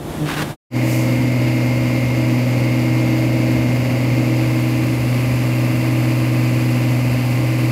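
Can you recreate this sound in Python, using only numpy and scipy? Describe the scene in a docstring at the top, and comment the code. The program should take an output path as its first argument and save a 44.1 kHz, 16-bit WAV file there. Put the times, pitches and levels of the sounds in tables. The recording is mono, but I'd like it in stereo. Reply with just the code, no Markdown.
"""Concrete work on a building site

A poker vibrator's eccentric weight hums on a rebar deck and wet concrete rushes briefly over the ringing
bars; the sound fades out. Then a pump truck fades in: the periodic firing of its six-cylinder diesel
drones and clatters, two hydraulic pumps of nearly equal pitch beat slowly, a mixer truck rumbles
beside it and a valve lets off one hiss of air."""
import sys
import numpy as np
from scipy import signal
from scipy.fft import rfft, irfft
from scipy.io import wavfile

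SR = 44100
rng = np.random.default_rng(int(sys.argv[2]) if len(sys.argv) > 2 else 0)


def pcm_store(signal):
    """Save signal as 16-bit PCM."""
    levels = np.round(np.clip(np.atleast_2d(signal), -1, 1) * 32767)
    wavfile.write(sys.argv[1], SR, levels.astype(np.int16).T)


N = 340011
TIME = np.arange(N) / SR
BINS = np.fft.rfftfreq(N, 1 / SR)
CUTOFF_HZ = 15600


def from_db(db):
    """Amplitude ratio of a level in decibels."""
    return 10 ** (np.asarray(db) / 20)


def rms_one(x):
    """Normalisation to unit mean power."""
    return x / np.sqrt(np.mean(x ** 2) + 1e-20)


def at_hz(points, hz, axis=1):
    """Interpolation of one table column on a logarithmic frequency axis."""
    points = np.array(points)
    return np.interp(np.log(hz + 1e-6), np.log(points[:, 0]), points[:, axis])


def colour(x, db):
    """Zero-phase filtering by a gain in dB for each frequency bin."""
    return irfft(rfft(x) * from_db(db), N)


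def drift(rate_hz):
    """Random fluctuation: low-pass noise of unit rms."""
    return rms_one(irfft(rfft(rng.standard_normal(N)) / (1 + (BINS / rate_hz) ** 2), N))


def tone(turns, db):
    """Simple harmonic motion at the given rms level."""
    return np.sqrt(2) * from_db(db) * np.sin(2 * np.pi * turns)


def envelope(start, attack, hold, release):
    """Linear rise to 1, a hold, then exponential decay with time constant release."""
    age = TIME - start
    return np.clip(age / attack, 0, 1) * np.exp(-np.maximum(age - attack - hold, 0) / release)


# Coherence of left and right: f/Hz, coherence (0-1)
COHERENCE = [(60, 0.9), (300, 0.91), (600, 0.62), (1400, 0.74), (2400, 0.48), (3600, 0.3), (4750, 0.44),
             (6500, 0), (9000, 0.27)]

def pair(mid, side, hz):
    """Partial coherence: reflections make the left and right spectra less alike in the treble."""
    alike = np.clip(at_hz(COHERENCE, hz), 0, 1)
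    return np.sqrt((1 + alike) / 2) * mid + np.sqrt((1 - alike) / 2) * side * np.array([[1], [-1]])


def noise(spectrum):
    """Gaussian stereo noise with the given spectrum level (dB in a 1 Hz band)."""
    mid, side = rfft(rng.standard_normal((2, N))) * np.sqrt(SR / 2)
    return irfft(pair(mid, side, BINS) * from_db(at_hz(spectrum, BINS)), N)


# Harmonics of the rotation: harmonic number, relative level/dB
VIBRATOR_HARMONICS = [(1, -3.5), (2, -7), (3, -13), (4, -18), (5, -22.5)]
# Contacts with the bars: t/s, hold/s, gain/dB
BAR_CONTACTS = [(0.196, 0.027, -16.5), (0.343, .06, -25.5)]

def vibrator(speed_hz=150, free_db=-31, dulling_db=-3.5):
    """Forced vibration: an eccentric weight hums; touching the bars lifts the low harmonics most."""
    contact = sum(from_db(db) * envelope(start, attack=.024, hold=hold, release=.018)
                  for start, hold, db in BAR_CONTACTS)
    turns = np.cumsum(speed_hz * (1 + 0.015 * drift(8))) / SR
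    hum = 0
    for k, db in VIBRATOR_HARMONICS:
        coupling = from_db(free_db) + contact * from_db(dulling_db * (k - 1))
        hum = hum + tone(round(k) * turns + rng.random(), db) * coupling
    return hum


# Spectrum of the site: f/Hz, relative level/dB
SITE_SPECTRUM = [(18, -38), (30, -9.5), (197, -6.5), (332, -4.5), (420, -13), (518, -13.5), (728, -13.5),
                 (1170, -20.5), (1260, -23), (3680, -30), (4420, -36.5), (9190, -39), (11500, -35.5),
                 (15500, -42.5)]

def site_rumble():
    """Broadband noise, strongest in the bass, builds up and then holds."""
    level_db = np.interp(TIME, [0, 0.11], [-31, -26])
    return rms_one(noise(SITE_SPECTRUM)) * from_db(level_db)


# Surges of concrete: t/s, attack/s, hold/s, level/dB
CONCRETE_SURGES = [(0.242, 0.048, 0.057, -25), (0.341, 0.039, .035, -24), (0.413, .006, 0.0088, -22.5)]

def concrete_flow(trickle_db=-11.5):
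    """Incoherent addition: abrupt surges and the weaker trickles they leave sum in power."""
    power = 0
    for start, attack, hold, db in CONCRETE_SURGES:
        surge = from_db(db) * envelope(start, attack, hold, release=.0082)
        trickle = from_db(db + trickle_db) * envelope(start, attack, hold, release=.085)
        power = power + surge ** 2 + trickle ** 2
    return np.sqrt(power)


# Spectrum of flowing concrete: f/Hz, relative level/dB
RUSH_SPECTRUM = [(200, -18.5), (350, 1), (600, -11), (1000, -3), (1500, -9), (2500, -6), (4000, -15),
                 (7000, -24.5), (15500, -26)]
# Modes of the bars: f/Hz, width/Hz, gain/dB
BAR_MODES = [(1160, 60, 4), (1470, 42, 11.5), (1620, 210, 7), (1920, 60, 2.5), (2720, 96, 2),
             (3280, 96, -0.5)]

def concrete_rush():
    """Resonance: the gritty noise of wet concrete excites the modes of the bars."""
    ring_db = sum(db / (1 + (2 * (BINS - hz) / width) ** 2) for hz, width, db in BAR_MODES)
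    grit = noise(RUSH_SPECTRUM) * from_db(1.9 * drift(150))
    return rms_one(colour(grit, ring_db)) * concrete_flow()


# Balance of the deck: f/Hz, left minus right level/dB
DECK_LEFT_EXCESS = [(60, -1), (110, 0), (200, 1), (380, 0), (700, -2), (1290, 4.5), (2380, 4.5),
                    (4400, 13.5), (8120, 17.5), (15000, 6)]

def deck():
    """Interaural level difference places the treble of the deck's sounds on the left."""
    balance_db = at_hz(DECK_LEFT_EXCESS, BINS) * np.array([[.5], [-.5]])
    return colour(vibrator() + site_rumble() + concrete_rush(), balance_db)


CYCLE_HZ, CYLINDERS = 20.48, 6   # every cylinder fires once a cycle
# Firing strength, cylinder by cylinder: relative level/dB
FIRING_DB = [1.5, -1, .5, -1.5, 1, -.5]

def knocks(cycles, decay, floor):
    """Impulsive excitation: each firing lifts an envelope that decays (in firing intervals) to a floor."""
    firing = cycles * CYLINDERS
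    force = from_db(FIRING_DB)[firing.astype(int) % CYLINDERS]
    return rms_one(floor + force * np.exp(-(firing % 1) / decay))


# Fan and injection noise: f/Hz, spectrum level/dB
HISS_SPECTRUM = [(500, -100), (760, -65), (1000, -60.5), (1500, -64), (1800, -65), (2250, -62.5),
                 (2700, -66), (3200, -73.5), (4000, -75), (4750, -71), (5600, -77), (7500, -76.5),
                 (9000, -82), (12000, -77), (15000, -83.5)]

def engine_hiss(cycles):
    """Broadband noise of fan and injection, very weakly modulated by the firings."""
    return noise(HISS_SPECTRUM) * knocks(cycles, decay=0.91, floor=20.0) * from_db(0.52 * drift(27))


# Strong engine lines: multiple of the cycle rate, level/dB beside the mixer, level/dB facing the pump
ENGINE_ORDERS = [(6, -17.5, -17.1), (7, -41.8, -40.9), (9, -40.8, -44.1), (12, -24.8, -25.3),
                 (13, -32.5, -33.0), (14, -35.6, -34.8), (16, -39.0, -39.0), (23, -42.4, -44.8),
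                 (24, -39.4, -40.2), (26, -33.6, -37.2), (27, -39.1, -39.6), (28, -43.8, -41.6),
                 (30, -36.3, -41.2), (33, -43.8, -50.9), (39, -42.0, -39.0), (44, -44.5, -49.7),
                 (46, -42.6, -44.0), (51, -45.6, -43.7), (58, -44.2, -39.5), (59, -50.0, -41.0),
                 (66, -47.1, -43.2), (72, -43.5, -42.9), (74, -41.8, -44.5), (98, -44.1, -44.1),
                 (99, -45.8, -40.9), (100, -47.5, -44.3), (104, -35.5, -44.0), (134, -49.4, -44.7),
                 (138, -46.2, -54.9)]
# The listener's turn from mixer to pump: t/s, share facing the pump (0-1)
FACING_PUMP = [(3.6, 0.057), (5.6, 0.92)]

def drone(cycles):
    """Harmonic series: exhaust and ringing parts sound at engine orders; the firing tone wavers least."""
    facing = np.interp(TIME, *np.transpose(FACING_PUMP))
    lines = 0
    for order, mixer_db, pump_db in ENGINE_ORDERS:
        k = round(order)
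        waver_db = .45 if k == CYLINDERS else 1.3
        # firing harmonics are locked in phase; the other lines slip against them
        slip = .5 if k % CYLINDERS == 0 else rng.random() + 0.042 * drift(1)
        level_db = mixer_db + (pump_db - mixer_db) * facing + waver_db * drift(3.3)
        lines = lines + tone(k * cycles + slip, level_db)
    return lines


# Spectral envelope of the remaining engine lines: f/Hz, relative level/dB per line
RATTLE_SPECTRUM = [(160, -45.2), (340, -45.8), (430, -47.2), (620, -49.7), (760, -51.0), (1000, -48.4),
                   (1400, -49.3), (1750, -52.1), (2200, -50.5), (2700, -52.8), (3300, -61.2), (4700, -63.4),
                   (6000, -69.4), (9000, -85)]

def rattle(cycles, size=16384):
    """Periodic excitation: injectors and valves shake the block alike each cycle, in a comb of lines."""
    angle = np.arange(size) / size
    mid, side = rfft(rng.standard_normal((2, size)) * knocks(angle, decay=0.38, floor=0.38))
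    hz = np.arange(len(mid)) * CYCLE_HZ
    amplitude = from_db(at_hz(RATTLE_SPECTRUM, hz)) * (hz > CYLINDERS * CYCLE_HZ) * (hz < CUTOFF_HZ)
    amplitude[[round(row[0]) for row in ENGINE_ORDERS]] = 0   # these lines belong to the drone
    lines = pair(mid / abs(mid), side / abs(side), hz) * amplitude
    one_cycle = irfft(lines) * size / np.sqrt(2)
    return np.array([np.interp(cycles % 1, angle, channel) for channel in one_cycle])


def clatter(cycles):
    """Interference: the rattle arrives by two paths, whose mix shifts as the listener moves."""
    mix = 0.36 * TIME + 0.13 * drift(4.0)
    paths = np.cos(mix) * rattle(cycles) + np.sin(mix) * rattle(cycles)
    return paths * from_db(-0.9 + 1.07 * drift(23))


# Swells of the whistle: t/s, gain/dB
WHISTLE_SWELLS = [(2.3, 2), (5.3, 3)]

def gear_whistle(cycles, pitch_hz=9816, carrier_db=-58, waver_db=1.7, swell_s=.4):
    """Amplitude modulation: a thin whistle from the running gear throbs at half the firing rate."""
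    throb = 1 + .9 * np.sin(np.pi * CYLINDERS * cycles)
    swells_db = sum(db * np.exp(-((TIME - peak) / swell_s) ** 2) for peak, db in WHISTLE_SWELLS)
    turns = pitch_hz * TIME + .15 * drift(4)
    return tone(turns, carrier_db + swells_db + waver_db * drift(1)) * throb


# Harmonics of each pump: harmonic number, relative level/dB
PUMP_HARMONICS = [(1, 0), (2, -14)]
# Beats: t/s of the opening lull, level/dB of the steady pump at mid-beat
PUMP_BEATS = [(.62, -30.5), (1.35, -30), (1.72, -33), (2.07, -29), (2.43, -28.5), (3.92, -28.5), (5.2, -30),
              (7.2, -31)]

def hydraulic_pumps(pitch_hz=319.3, second_pump_db=-1.5, pull=0.43, last_lull_s=8.26):
    """Beating: one pump gains a turn per beat; half a turn apart, the fundamentals nearly cancel."""
    lulls, levels_db = np.transpose(PUMP_BEATS)
    lulls = np.append(lulls, last_lull_s)
    lead = np.interp(TIME, lulls, np.arange(len(lulls)) + .5)
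    # the pumps pull each other into step, so they linger at the swell and pass a lull quickly
    lead = lead - pull * np.sin(2 * np.pi * lead) / (2 * np.pi)
    level_db = np.interp(TIME, (lulls[:-1] + lulls[1:]) / 2, levels_db)
    turns = pitch_hz * TIME
    hum = 0
    for k, db in PUMP_HARMONICS:
        steady = tone(round(k) * turns, level_db + db)
        gaining = tone(round(k) * (turns + lead), level_db + db + second_pump_db)
        hum = hum + steady + gaining
    return hum


# Exhaust and mixer rumble: f/Hz, spectrum level/dB
RUMBLE_SPECTRUM = [(20, -73), (35, -70), (55, -64.5), (72, -53), (100, -54), (150, -52.5), (200, -55),
                   (280, -48), (340, -54.5), (420, -62), (620, -56.5), (760, -65.5), (1100, -100)]
# Soft low booms: t/s, level/dB
MIXER_BOOMS = [(1.19, -36), (1.821, -33), (2.07, -30), (3.58, -31), (4.45, -33), (5.02, -33), (5.33, -31),
               (6.22, -45), (7.10, -34)]

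def mixer_truck(idle_hz=44.3, idle_db=-52.5, boom_hz=73.5, boom_s=0.04):
    """Superposition: an idling tone lies under uneven rumble and booms shaped as Gaussian tone bursts."""
    booms = sum(tone(boom_hz * (TIME - peak), db) * np.exp(-((TIME - peak) / boom_s) ** 2)
                for peak, db in MIXER_BOOMS)
    rumble = noise(RUMBLE_SPECTRUM) * from_db(1.1 * drift(3.1))
    idle = tone(idle_hz * TIME + 0.075 * drift(0.62), idle_db)
    return rumble + booms + idle


# Spectrum of escaping air: f/Hz, relative level/dB
AIR_SPECTRUM = [(1500, -35), (4000, -5), (6000, 1), (7400, 3), (9500, -2), (13000, 1), (15500, -7)]

def air_puff(level_db=-30):
    """Jet noise: a valve opens and a bright hiss decays exponentially."""
    outflow = envelope(start=0.822, attack=.08, hold=.035, release=0.14)
    return rms_one(noise(AIR_SPECTRUM)) * from_db(level_db) * outflow


# Lag of the right channel: f/Hz, delay/s
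RIGHT_LAG = [(72, .00015), (115, .00069), (130, .00069), (180, .0002), (270, .00032), (900, .00035),
             (1750, .00035), (2200, .00038), (2900, .00042)]
# Response to the trucks: f/Hz, left and right gain/dB before the change near 4.4 s, left and right gain/dB
# after it
TRUCK_RESPONSE = [(123, 0.3, -0.3, 0.5, -0.5), (250, -0.1, 1.0, -0.7, -0.4), (550, 2.2, -1.0, -0.4, -1.5),
                  (850, 0.7, 0.2, -0.4, -0.5), (1200, -0.1, -0.7, 1.6, -0.8), (1600, -0.1, 0.1, -0.4, 0.2),
                  (2100, -0.8, 1.7, -3.4, 1.0), (2700, -1.6, 0.6, -2.9, 2.2), (3700, -0.2, -0.1, -1.3, 1.1),
                  (4800, -0.1, 0.2, -1.8, 1.1), (6800, -1.6, 1.4, -2.1, 1.2), (9000, -16.5, 1.5, 1.5, 0.9),
                  (11500, -10.3, 1.5, -2.3, 2.9), (15000, -8.8, 2.0, -3.3, 2.7)]

def at_listener(x, shade_end_s=4.43, shade_fade_s=0.49):
    """Interaural delay sets the trucks to the left; the left treble is dulled until about 4.4 s, then clears."""
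    delay_s = at_hz(RIGHT_LAG, BINS) * np.array([[0], [1]])
    x = irfft(rfft(x) * np.exp(-2j * np.pi * BINS * delay_s), N)
    before = colour(x, [at_hz(TRUCK_RESPONSE, BINS, column) for column in (1, 2)])
    after = colour(x, [at_hz(TRUCK_RESPONSE, BINS, column) for column in (3, 4)])
    cleared = np.clip((TIME - shade_end_s) / shade_fade_s + .5, 0, 1)
    return before * (1 - cleared) + after * cleared


def trucks():
    """Superposition of the diesel, governed to nearly constant speed, its pumps, the mixer and the air."""
    cycles = np.cumsum(CYCLE_HZ * (1 + 0.000394 * drift(1.46))) / SR
    engine = engine_hiss(cycles) + drone(cycles) + clatter(cycles) + gear_whistle(cycles)
    return at_listener(engine + hydraulic_pumps() + mixer_truck() + air_puff())


def fade(progress):
    """Power-law gain: silent at 0, full at 1."""
    return np.clip(progress, 0, 1) ** 1.6


def scene(deck_end_s=0.563, fade_out_s=0.049, truck_start_s=0.701, fade_in_s=0.063):
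    """Two sound fields in succession: the deck, a moment of silence, the trucks."""
    fade_out = fade((deck_end_s - TIME) / fade_out_s)
    fade_in = fade((TIME - truck_start_s) / fade_in_s)
    return deck() * fade_out + trucks() * fade_in


def record(dry):
    """Band limiting: an elliptic low-pass filter cuts the highest treble steeply."""
    return signal.sosfilt(signal.ellip(12, .1, 90, CUTOFF_HZ, fs=SR, output="sos"), dry)


dry = scene()
out = record(dry)
pcm_store(out)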